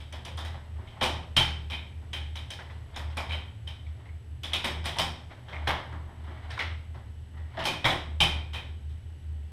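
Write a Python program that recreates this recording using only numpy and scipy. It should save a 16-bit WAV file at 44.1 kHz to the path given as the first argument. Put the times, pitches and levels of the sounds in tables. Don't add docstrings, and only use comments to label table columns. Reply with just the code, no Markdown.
import sys
import numpy as np
from scipy import signal
from scipy.fft import rfft, irfft, next_fast_len
from scipy.io import wavfile
from scipy.ndimage import uniform_filter1d, map_coordinates

SR = 44100
rng = np.random.default_rng(int(sys.argv[2]) if len(sys.argv) > 2 else 0)


def nominal_scale(level):
    x = np.asarray(level, float) / 20
    return 10 ** x


def store_pcm(level_fs):
    pcm = np.round(np.clip(level_fs, -1, 1) * 32767).astype(np.int16)
    wavfile.write(sys.argv[1], SR, np.atleast_2d(pcm).T)


N = 419829


def unit(x):
    return x / np.sqrt(np.mean(x ** 2) + 1e-20)


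def along(points, hz):
    f, v = np.transpose(points)
    return np.interp(np.log(hz + 1), np.log(f + 1), v)


def wobble(rate):
    knots = rng.standard_normal(int(N * rate / SR) + 4)
    return map_coordinates(knots, [np.arange(N) * rate / SR])


def noise(spectrum):
    m = next_fast_len(N)
    gain = nominal_scale(along(spectrum, np.fft.rfftfreq(m, 1 / SR)))
    return unit(irfft(rfft(rng.standard_normal(m)) * gain, m)[:N])


def modes(table, f):
    h = 0
    for k, (hz, width_hz, db) in enumerate(table):
        h = h + (-1) ** k * nominal_scale(db) * 1j * f * width_hz / (hz * hz - f * f + 1j * f * width_hz)
    return h / np.sqrt(np.mean(abs(h) ** 2))


def causal(power):
    cep = irfft(np.log(power + 1e-12) / 2)
    cep[1:len(cep) // 2] *= 2
    cep[len(cep) // 2 + 1:] = 0
    return np.exp(rfft(cep))


# time_s, level_db
AIR_LEVEL = [(0, -62), (2, -61), (4, -63), (6, -61), (7.2, -62.5), (8.8, -63), (9.52, -63.5)]
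# pitch_hz, level_db (per Hz)
HISS_COLOUR = [(210, -51.5), (350, -7.5), (404, 6), (514, 1), (857, 0), (1120, -6.5), (1910, -3),
               (2500, -7), (2890, -3.5), (4670, -15), (7310, -21), (8040, -19), (8440, -18), (15300, -31),
               (15500, -60.5)]
# pitch_hz, level_db
WHINES = [(1884, -81.5), (2998, -78), (7903, -80.5), (7951, -83.5), (8102, -120)]


def background():
    t = np.arange(N) / SR
    hiss_db = np.interp(t, *np.transpose(AIR_LEVEL)) + wobble(1.98) / 2
    whine = 0
    for hz, db in WHINES:
        whine = whine + np.sqrt(2) * nominal_scale(db) * np.sin(2 * np.pi * hz * t + 1.2 * wobble(5.1))
    return nominal_scale(hiss_db) * noise(HISS_COLOUR) + whine


# pitch_hz, width_hz, level_db
FIZZ_BANDS = [(10350, 100, 1.5), (11300, 90, 1.5)]


def fizz():
    m = next_fast_len(N)
    bands = modes(FIZZ_BANDS, np.fft.rfftfreq(m, 1 / SR))
    return nominal_scale(-85) * unit(irfft(rfft(rng.standard_normal(m)) * bands, m)[:N])


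# centre_s, length_s, level_db, pitch_hz
DUCT_SWELLS = [(0.0, 0.67, -40, 74.78), (0.46, 0.385, -37, 79.97), (0.75, 0.187, -37, 75.66),
               (1.12, 0.266, -37.5, 76.23), (1.44, 0.397, -38, 75.67), (1.64, 0.573, -37.5, 75),
               (1.99, 0.117, -36.5, 77.8), (2.27, 0.514, -37.5, 76.12), (2.73, 0.417, -41.5, 77.43),
               (3.08, 0.373, -37, 75.6), (3.34, 0.154, -32, 77.66), (3.68, 0.182, -40.5, 78.2),
               (3.88, 0.17, -37, 77.98), (4.15, 0.1755, -40.5, 79.6), (4.32, 0.14, -40, 77.6),
               (4.51, 0.2495, -42, 79.38), (4.8, 0.3, -36, 77.4), (5.07, 0.22, -39, 76.01),
               (5.66, 0.297, -32, 76.4), (5.97, 0.28, -38.5, 78.41), (6.28, 0.236, -36, 75.66),
               (6.72, 0.284, -36.5, 80.1), (6.93, 0.193, -37.5, 77.1), (7.16, 0.308, -40, 74.66),
               (7.41, 0.188, -36.5, 77.37), (8.31, 0.755, -35.5, 76.27), (8.72, 0.1687, -37, 76.4),
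               (8.91, 0.21, -36.5, 74.99), (9.11, 0.1584, -37, 78.6), (9.37, 0.344, -36.5, 76),
               (3.5, 0.185, -43, 78.36),
    (5.25, 0.091, -51, 77),
    (6.48, 0.164, -38.5, 76.3),
    (7.6, 0.139, -43.5, 77.8),
    (7.95, 0.413, -43.5, 75.9),
    (8.36, 0.1355, -31, 76.18),
]
# pitch_hz, level_db (per Hz)
RUMBLE_COLOUR = [(15, -47.5), (24, -9), (36, -1), (52, -16.5), (66, -0.5), (92, 3.5), (110, 5.5), (130, 2),
                 (145, -14.5), (200, -13), (400, -22.5), (600, -78)]
LULL_DB, SWELL_SHAPE = -53.5, 0.746


def drone():
    t = np.arange(N) / SR
    coarse_t = t[::64]
    centre, length, level_db, hz = np.transpose(sorted(DUCT_SWELLS))
    power = nominal_scale(LULL_DB) ** 2
    for c, w, db in zip(centre, length, level_db):
        arch = abs(np.cos(np.pi * np.clip((coarse_t - c) / w, -.5, .5))) ** SWELL_SHAPE
        power = power + (nominal_scale(db) * arch) ** 2
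    level = np.interp(t, coarse_t, np.sqrt(power))
    pitch_hz = np.interp(t, centre, hz) + 1.283 * wobble(17)
    phase = 2 * np.pi * np.cumsum(pitch_hz) / SR
    tone = np.sqrt(2) * level * nominal_scale(1.5 * wobble(14)) * np.sin(phase)
    return tone + nominal_scale(-46.5) * noise(RUMBLE_COLOUR)


# pitch_hz, t60_s
ROOM_DECAY = [(100, 0.62), (260, 0.793), (700, 0.5383), (1840, 0.521), (4850, 0.448), (12800, 0.3006)]
# delay_s, level_db
EARLY_WALLS = [(.010, -17.5), (0.016, -1.5), (0.015, -7.5), (0.022, -6), (.035, 0.5), (0.04, -4.5)]
# pitch_hz, level_db
DIRECT_COLOUR = [(300, -6.5), (1500, 1.5), (3500, 2), (6000, 3), (9000, -3.5), (13000, -7)]


def room(size, tail_db, crack_db):
    t = np.arange(size) / SR
    hz, frame_s, z = signal.stft(rng.standard_normal(size), SR, nperseg=256)
    fade = nominal_scale(-60 * frame_s / along(ROOM_DECAY, hz)[:, None])
    tail = signal.istft(z * fade, SR, nperseg=256)[1][:size]
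    tail = tail * (1 - np.exp(-(t / 0.00473) ** 2))
    early = sum(nominal_scale(db - 60 * np.abs(t - s) / 0.0064) * (t >= s) for s, db in EARLY_WALLS)
    early = early * rng.standard_normal(size) / np.linalg.norm(early)
    echo = early + nominal_scale(tail_db) * tail / np.linalg.norm(tail)
    echo = echo * np.clip((t[-1] - t) / .1, 0, 1)
    chatter = rng.standard_normal(size) * np.exp(-((t - .003) / .002) ** 2)
    chatter[round(.0045 * SR)] += 3
    chatter = chatter / np.linalg.norm(chatter)
    direct = causal(nominal_scale(along(DIRECT_COLOUR, np.fft.rfftfreq(size, 1 / SR))) ** 2)
    return rfft(echo) + nominal_scale(crack_db) * direct * rfft(chatter)


# pitch_hz, level_db
PANEL_COLOUR = [(250, -12), (400, -19), (520, -6), (650, -4.5), (820, -2.5), (950, -2.5), (1250, -9),
                (1600, -11.5), (2000, -9), (3000, -82)]
# pitch_hz, level_db (per Hz)
HINGE_COLOUR = [(2470, -13), (4200, -8.5), (4540, -8), (5310, -5.5), (6040, -14), (7430, -17.5),
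                (8690, -14.5), (11600, -22), (14800, -25.5), (15700, -66.5), (16000, -76)]
# pitch_hz, width_hz, level_db
DOOR_RESONANCES = [(35, 72, -11.5), (114.22, 6.5, 3.5), (159.12, 5.8, 1), (244.6, 14, -4),
                   (298.96, 4.5, -3.5), (366.7, 35, -6.5)]
LEAD_S = 0.001505
HARD_DB, SOFTENS = -11, 0.108


def contacts(events, edge_colour, ring_db, ring_width_hz):
    size = 2 ** 15
    f = np.fft.rfftfreq(size, 1 / SR)

    def power(points):
        return unit(nominal_scale(along(points, f))) ** 2

    edge, panel, hinge = power(edge_colour), power(PANEL_COLOUR), power(HINGE_COLOUR)
    door = abs(modes(DOOR_RESONANCES, f)) ** 2
    out = np.zeros(N + size)
    for s, db, panel_db, tick_db, door_db, ring_hz in events:
        ring = abs(modes([(ring_hz, ring_width_hz, 0)], f)) ** 4
        parts = edge + nominal_scale(ring_db) ** 2 * ring / ring.mean()
        parts = parts + nominal_scale(panel_db) ** 2 * panel
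        parts = parts + nominal_scale(tick_db + 3.5) ** 2 * hinge
        parts = parts + nominal_scale(door_db + 12.5) ** 2 * door
        parts = parts * nominal_scale(2.5 * map_coordinates(rng.standard_normal(60), [f / 450]))
        heard = room(size=size, tail_db=9, crack_db=SOFTENS * min(db - HARD_DB, 0))
        out[round((s - LEAD_S) * SR):][:size] += nominal_scale(db + 8.0) * irfft(causal(parts) * heard, size)
    return out[:N]


# start_s, rim_peak_db, panel_db (re rim), hinge_tick_db (re rim)
FLAP_SHOVES = [(0.0024, -37.5, -5.5, -14), (0.1245, -34, 3.5, -10), (0.2495, -31, 0.5, -9.5),
               (0.376, -32.5, 5, -6), (0.4486, -31.5, -1, -11), (2.9431, -40.5, 0, -21),
               (2.961, -30, 2.5, -8), (3.1698, -26.5, 2.5, -8), (4.4343, -26, -7, -10),
               (4.5183, -35, 3, -27), (4.5329, -17, -8, -11.5), (4.643, -18, -1, -10),
               (4.8417, -28.5, -2, -13.5), (4.8564, -22, -1, -8), (7.8438, -16.5, 2, -16.5),
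               (7.853, -17.5, 4, -10), (7.897, -24.5, -13.5, -9)]
# start_s, rim_peak_db, panel_db (re rim), hinge_tick_db (re rim)
FLAP_SHUTS = [(0.8728, -44, -11, -13.5), (1.0112, -17, 1.5, -16), (1.027, -18, -2.5, -7),
              (1.3658, -10.5, -8, -10), (1.7, -29, -5, -12.5), (1.72, -26, -7, -17.5),
              (2.131, -23, -8.5, -14.5), (2.3555, -30, -4, -11.5), (2.5036, -29, -7, -8.5),
              (3.294, -28.5, -3, -18), (3.3194, -25.5, -4.5, -16.5), (3.6729, -32.5, -5.5, -13.5),
              (4.9598, -33.5, 5.5, -11.5), (4.9852, -16.5, -2.5, -6), (7.6391, -30.5, 2.5, -5),
              (7.6537, -17.5, -1.5, -7), (8.204, -11, -6.5, -10), (8.533, -29.5, -3.5, -12),
              (8.5447, -27.5, -4, -15.5), (8.8936, -53.5, 0.5, -7)]
# pitch_hz, level_db
RIM_COLOUR = [(1000, -22.5), (1600, -6.5), (2000, -2), (2450, 1.5), (2750, -5.5), (3110, 5.5), (3350, 0),
              (3800, 1.5), (4150, -11), (5000, -72.5)]
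SHUT_RING_HZ, SHOVE_RING_HZ = 3123, 3324
FLAP_DOOR_DB, FLAP_DOOR_GROWS = -21, 0.72


def flap():
    rows = [(*row, SHUT_RING_HZ) for row in FLAP_SHUTS] + [(*row, SHOVE_RING_HZ) for row in FLAP_SHOVES]
    events = []
    for s, db, panel_db, tick_db, ring_hz in sorted(rows):
        door_db = FLAP_DOOR_DB + FLAP_DOOR_GROWS * panel_db
        events.append((s, db, panel_db, tick_db, door_db, ring_hz))
    return contacts(events, RIM_COLOUR, ring_db=-9, ring_width_hz=220)


# start_s, pitch_hz, peak_db, t60_s
SINGLE_KNOCKS = [(1.0118, 3240, -25, .05), (1.0155, 1700, -23, .03), (1.028, 3300, -24, .05),
                 (1.035, 800, -23, .05), (1.059, 900, -24, .05), (1.063, 3400, -25, .03),
                 (1.3658, 3150, -12, .04), (1.3765, 3000, -19, .03), (1.38, 3120, -14, .06),
                 (1.394, 3300, -19, .05), (1.408, 3100, -18, .03), (1.42, 3200, -21, .05),
                 (2.1318, 3200, -28, .04), (2.5035, 3200, -33, .04), (2.963, 3600, -32, .04),
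                 (3.309, 3150, -33, .05), (4.4338, 3500, -34, .04), (4.5335, 3300, -19, .035),
                 (4.546, 3000, -24, .05), (4.561, 3300, -25, .04), (4.9855, 3300, -20, .03),
                 (5.0, 3100, -21, .04), (6.592, 2200, -23, .04), (6.609, 2100, -27, .05),
                 (6.619, 1950, -26, .04), (7.8548, 1500, -19, .03), (7.8578, 2300, -19, .03),
                 (7.862, 1900, -21, .03), (7.867, 1000, -19, .03), (7.873, 2400, -21, .03),
                 (7.885, 1200, -21, .02), (7.8987, 816, -24, .03), (7.9037, 3390, -19, .05),
                 (8.204, 3140, -12, .04), (8.2135, 2900, -19, .04), (8.2185, 3120, -12, .05),
                 (8.2275, 3150, -16, .04), (8.238, 3200, -18, .05), (8.246, 3000, -19, .04),
                 (8.262, 3000, -21, .05)]
# start_s, pitch_hz, peak_db, t60_s
FAINT_TICKS = [(.1262, 6000, -44, .02), (.2525, 6000, -41, .02), (.543, 783, -39, .08),
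               (.5435, 2000, -46, .06), (.784, 810, -47, .08), (.874, 2150, -46, .06),
               (.968, 1040, -46, .06), (.993, 869, -45, .06), (1.3705, 5200, -26, .04),
               (2.1345, 6400, -41, .02), (2.357, 6000, -44, .02), (2.5052, 6100, -38, .02),
               (2.589, 1500, -39, .04), (2.699, 2000, -44, .05), (2.9617, 6500, -42, .02),
               (3.866, 2250, -45, .05), (4.4338, 6500, -34, .004), (4.434, 12500, -36, .003),
               (5.924, 1070, -39, .07), (6.071, 991, -46, .05), (6.091, 834, -48, .06),
               (6.239, 961, -47, .05), (6.274, 1220, -45, .05), (6.374, 1950, -47, .1),
               (6.485, 1030, -46, .05), (6.504, 950, -41, .06), (6.512, 1750, -41, .05),
               (6.5775, 1000, -33, .04), (6.5785, 3700, -42, .025), (8.2075, 5300, -26, .03)]
# start_s, pitch_hz, peak_db, t60_s
DOOR_THUMPS = [
    (1.014, 240, -31, .3),
    (1.03, 362, -39, .4),
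    (1.09, 280, -42, .3),
    (1.372, 590, -38, .2),
    (1.385, 350, -39, .3),
    (7.846, 570, -33, .2),
    (7.848, 235, -37, .2),
    (7.89, 340, -37, .2),
    (7.9, 240, -39, .25),
    (8.24, 350, -41, .2),
]
RISE_CYCLES = 1.6
NEIGHBOUR_DB, NEIGHBOUR_SPREAD = -10, 0.11


def knocks():
    t, out = np.arange(SR // 2) / SR, np.zeros(N + SR)
    for s, hz, db, t60 in SINGLE_KNOCKS + FAINT_TICKS + DOOR_THUMPS:
        swing = nominal_scale(db - 1.5 - 60 * t / t60) * (1 - np.exp(-t * hz / RISE_CYCLES))
        detune = np.array([[-1], [1]]) * (.5 + rng.random((2, 1)))
        near_hz = hz * (1 + NEIGHBOUR_SPREAD * detune)
        near = np.sin(2 * np.pi * (near_hz * t + rng.random((2, 1)))).sum(0)
        near = near * (hz > 700)
        out[round(s * SR):][:len(t)] += swing * (np.sin(2 * np.pi * hz * t) + nominal_scale(NEIGHBOUR_DB) * near)
    return out[:N]


# start_s, level_db
EDGE_SNAPS = [(0.1268, -30.5), (0.2536, -29.5), (0.373, -31), (0.4505, -33), (1.0155, -37.5), (1.37, -12),
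              (2.1355, -32), (2.358, -40.5), (2.5066, -24.5), (2.9627, -33), (3.1728, -22), (3.678, -35),
              (4.4347, -38), (4.537, -18), (4.6455, -23), (4.853, -27.5), (4.8585, -20.5), (4.971, -33),
              (4.9896, -19), (5.6783, -26), (6.24, -49.5), (6.512, -53.5), (6.581, -43), (6.596, -49.5),
              (7.5965, -42), (7.6405, -32.5), (7.6573, -28.5), (8.207, -16), (8.537, -44)]
# pitch_hz, width_hz, level_db
EDGE_RING = [(8950, 1500, 0)]
SNAP_LOW_HZ, SNAP_HIGH_HZ, SNAP_BROAD_DB = 3500, 8950, -13


def snaps():
    blows = np.zeros(next_fast_len(N))
    s, db = np.transpose(EDGE_SNAPS)
    blows[np.round(s * SR).astype(int)] = nominal_scale(db)
    f = np.fft.rfftfreq(len(blows), 1 / SR)
    rise = (1j * f / (SNAP_LOW_HZ + 1j * f)) ** 2
    bright = rise * (SNAP_HIGH_HZ / (SNAP_HIGH_HZ + 1j * f)) ** 2
    ring = modes(EDGE_RING, f) ** 2
    ring = unit(abs(ring)) * ring / abs(ring + 1e-9)
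    return irfft(rfft(blows) * (nominal_scale(SNAP_BROAD_DB) * bright + ring), len(blows))[:N]


# start_s, pitch_hz, width_hz, level_db
LEFT_RINGING = [(.376, 3580, 350, -50), (1.02, 869, 200.8, -45.5), (1.03, 8640, 502, -55.5),
                (1.366, 3117, 119.6, -29.5), (1.372, 848, 220, -35), (1.716, 2370, 250, -46),
                (1.72, 3120, 90, -48), (2.131, 3097, 110, -52.5), (2.591, 1660, 1204, -55),
                (3.175, 2353, 250, -43.5), (3.305, 2330, 400, -45.5), (3.673, 3070, 200.4, -49),
                (4.055, 2140, 450, -61), (4.44, 3430, 248.9, -46), (4.99, 789, 160, -41.5),
                (5.53, 2150, 450, -47), (5.671, 1002, 400, -39), (5.675, 9900, 6000, -58),
                (5.925, 1020, 663, -52.5), (6.5, 8580, 900, -69.5), (6.505, 4860, 2000, -60),
                (6.575, 953.3, 850, -42.5), (6.593, 2005, 324.1, -39.5), (7.371, 1920, 200, -62),
                (7.572, 652, 39.94, -40.5), (7.68, 2440, 200, -37.5), (7.852, 2110, 500, -33),
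                (8.206, 3138, 120.4, -30.5), (8.206, 2451, 170, -31.5), (8.21, 800, 298, -37),
                (8.547, 2464, 150, -48)]


def rings():
    size = 2 ** 15
    f, out = np.fft.rfftfreq(size, 1 / SR), np.zeros(N + size)
    for s, hz, width_hz, db in LEFT_RINGING:
        heard = room(size=size, tail_db=2.0, crack_db=-0.5)
        tone = irfft(modes([(hz, width_hz, 0)], f) ** 2 * heard, size)
        out[round(s * SR):][:size] += nominal_scale(db) * tone / np.std(tone[:SR // 10])
    return out[:N]


# full_contact_s, level_db, approach_s, hold_s
FUR_STROKES = [
    (0.84, -58, 0.34, 0.163),
    (2.94, -57, 0.285, .01),
    (3.983, -64, 0.8, 0.0838),
    (5.308, -52, 0.024, 0.0104),
    (5.539, -50, 0.13, 0.146),
    (5.853, -56, 0.0328, .07),
    (6.307, -56, 0.435, 0.191),
    (6.589, -51.5, 0.38, 0.0106),
    (7.621, -41.5, 0.1427, .01),
]
# pitch_hz, level_db (per Hz)
BRUSH_COLOUR = [(180, -42), (300, -5.5), (422, -17.5), (638, -3), (1700, -13), (2170, -9.5), (2650, -22.5),
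                (3100, -14), (9000, -54), (11700, -73), (19800, -120)]
APPROACH_DB, LET_GO_DB_PER_S = 22.5, 130


def fur():
    t, level = np.arange(N) / SR, np.zeros(N)
    for s, db, approach_s, hold_s in FUR_STROKES:
        before_db = APPROACH_DB * np.clip(s - t, 0, None) / approach_s
        after_db = LET_GO_DB_PER_S * np.clip(t - s - hold_s, 0, None)
        level += nominal_scale(db - before_db - after_db)
    return level * unit(nominal_scale(1.5 * wobble(60)) * noise(BRUSH_COLOUR))


# start_s, frame_peak_db, panel_db (re frame), loudest_ring_hz
FRAME_BUMPS = [(0.5437, -45.5, 9.5, 1990), (0.788, -61.5, 21.5, 1710), (0.967, -48, 9, 1800),
               (2.019, -67.5, 23.5, 1964), (2.5876, -39, 4.5, 2020), (2.6979, -41.5, 1.5, 1948),
               (3.0996, -40, -3.5, 2050), (3.8654, -48, -14, 2323), (3.9918, -56, 10, 1905),
               (4.0525, -52, 5.5, 2250), (5.3111, -44, 3, 2300), (5.4839, -38, 3.5, 3165),
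               (5.5257, -36.5, 6, 2090), (5.673, -15.5, 1, 2164), (5.924, -47, 13, 2224),
               (6.0705, -62, 18, 1700), (6.0924, -60, 18, 1810), (6.2386, -49, 3.5, 1918),
               (6.275, -47.5, 12, 2008), (6.504, -32.5, -6.5, 1756), (6.512, -34, -15.5, 3830),
               (6.5915, -20, -9, 2190), (6.9438, -45, 10, 1728), (7.3349, -59.5, 16, 2205),
               (7.369, -48, 5, 1940), (7.5489, -54.5, 9, 2147), (7.571, -32.5, 9, 2070),
               (7.5915, -24, -2.5, 3040)]
# pitch_hz, level_db
FRAME_COLOUR = [(900, -11.5), (1500, -3.5), (2000, -3), (2300, -5), (2700, -7), (3300, -2), (3900, -8),
                (4500, -16.5), (5500, -19), (6500, -28), (9000, -48.5)]
PAW_TICK_DB, PAW_DOOR_DB, PAW_DOOR_GROWS = -21.5, -23, 1.677


def paws():
    events = []
    for s, db, panel_db, ring_hz in FRAME_BUMPS:
        door_db = PAW_DOOR_DB + PAW_DOOR_GROWS * panel_db
        events.append((s, db, panel_db, PAW_TICK_DB, door_db, ring_hz))
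    return contacts(events, FRAME_COLOUR, ring_db=-7.5, ring_width_hz=160)


# pitch_hz, level_db, t60_s
PLATE_MODES = [(652, -24.5, .5), (809.5, -11, 0.5), (895, -15.5, 0.57), (1560, -15.5, 0.21),
               (2336, -7.5, 0.33), (2488, -7.5, 0.39), (2988, -5.5, 0.26), (3113, 2.5, 0.3),
               (3136, -8, 0.2), (3254, -10, .25), (3564, -9, 0.25), (3845, -10.5, 0.3), (4300, -20.5, 0.3),
               (5140, -16, 0.2028)]
PLATE_DB = -15.5


def plate():
    t, out = np.arange(SR // 2) / SR, np.zeros(N + SR)
    hz, level_db, t60 = np.transpose(PLATE_MODES)[:, :, None]
    for s, db, *_ in FLAP_SHUTS:
        mix_db = 2.1 * rng.standard_normal(hz.shape)
        phase = 2 * np.pi * rng.random(hz.shape)
        fade = nominal_scale(level_db + mix_db - 60 * t / np.minimum(t60, .55))
        ring = (fade * np.sin(2 * np.pi * hz * t + phase)).sum(0)
        out[round(s * SR):][:len(t)] += nominal_scale(db + PLATE_DB) * ring * (1 - np.exp(-t / 0.0074))
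    return out[:N]


# start_s, then level_db of each door mode
DOOR_SLAMS = [
    (1.015, -37.5, -35, -50),
    (1.367, -32, -25.5, -29),
    (4.985, -53, -36, -35.5),
    (5.673, -43.5, -46.5, -55),
    (7.598, -46, -43.5, -57.5),
    (7.847, -35, -26.5, -46),
    (8.204, -33, -30, -29.5),
]
# pitch_hz, t60_s
LOW_DOOR_MODES = [(33, 0.55), (121, 0.39), (159, 0.587)]


def slams():
    t, out = np.arange(SR) / SR, np.zeros(N + SR)
    for s, *levels in DOOR_SLAMS:
        swing = 0
        for db, (hz, t60) in zip(levels, LOW_DOOR_MODES):
            swing = swing + nominal_scale(db - 60 * t / t60) * np.sin(2 * np.pi * hz * t)
        out[round(s * SR):][:SR] += swing * (1 - np.exp(-t / 0.004))
    return out[:N]


def squeak():
    t = np.arange(N) / SR
    start, end = 7.68, 7.86
    gate = np.clip(np.minimum(t - start, end - t) / 0.0104, 0, 1)
    fade_db = 35 * np.clip(t - start, 0, 1)
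    level = nominal_scale(-44 - fade_db + 3.37 * wobble(45))
    return gate * level * np.sin(2 * np.pi * 2482 * t + 2.2 * wobble(90))


def scene():
    mono = background() + fizz() + drone()
    mono = mono + flap() + knocks() + snaps() + rings()
    mono = mono + fur() + paws() + plate() + slams() + squeak()
    return np.array([mono, mono])


def top_cut(x):
    return signal.sosfilt(signal.butter(12, 16340, fs=SR, output="sos"), x)


# pitch_hz, level_db (side re mid)
STRAY_SIDE = [(30, -43), (80, -55), (160, -36.5), (250, -28.5), (380, -24), (700, -28), (1290, -20),
              (2380, -24), (4400, -18.5), (8120, -16), (11500, -18.5), (15000, -9)]
CEILING, TOP_HZ = 0.37, 16300


def record(dry):
    rounded = dry[0] / (1 + abs(dry[0] / CEILING) ** 4) ** (1 / 4)
    hz, _, z = signal.stft(rounded, SR, nperseg=1024)
    z = z * (hz < TOP_HZ)[:, None]
    side = z * nominal_scale(along(STRAY_SIDE, hz))[:, None] * np.exp(2j * np.pi * rng.random(z.shape))
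    patches = unit(uniform_filter1d(rng.standard_normal(z.shape), size=40, axis=0))
    side = side * nominal_scale(7 * patches - 9)
    mix = signal.istft(np.array([z + side, z - side]), SR, nperseg=1024)[1][:, :N]
    return top_cut(mix)


dry = scene()
out = record(dry)
store_pcm(out)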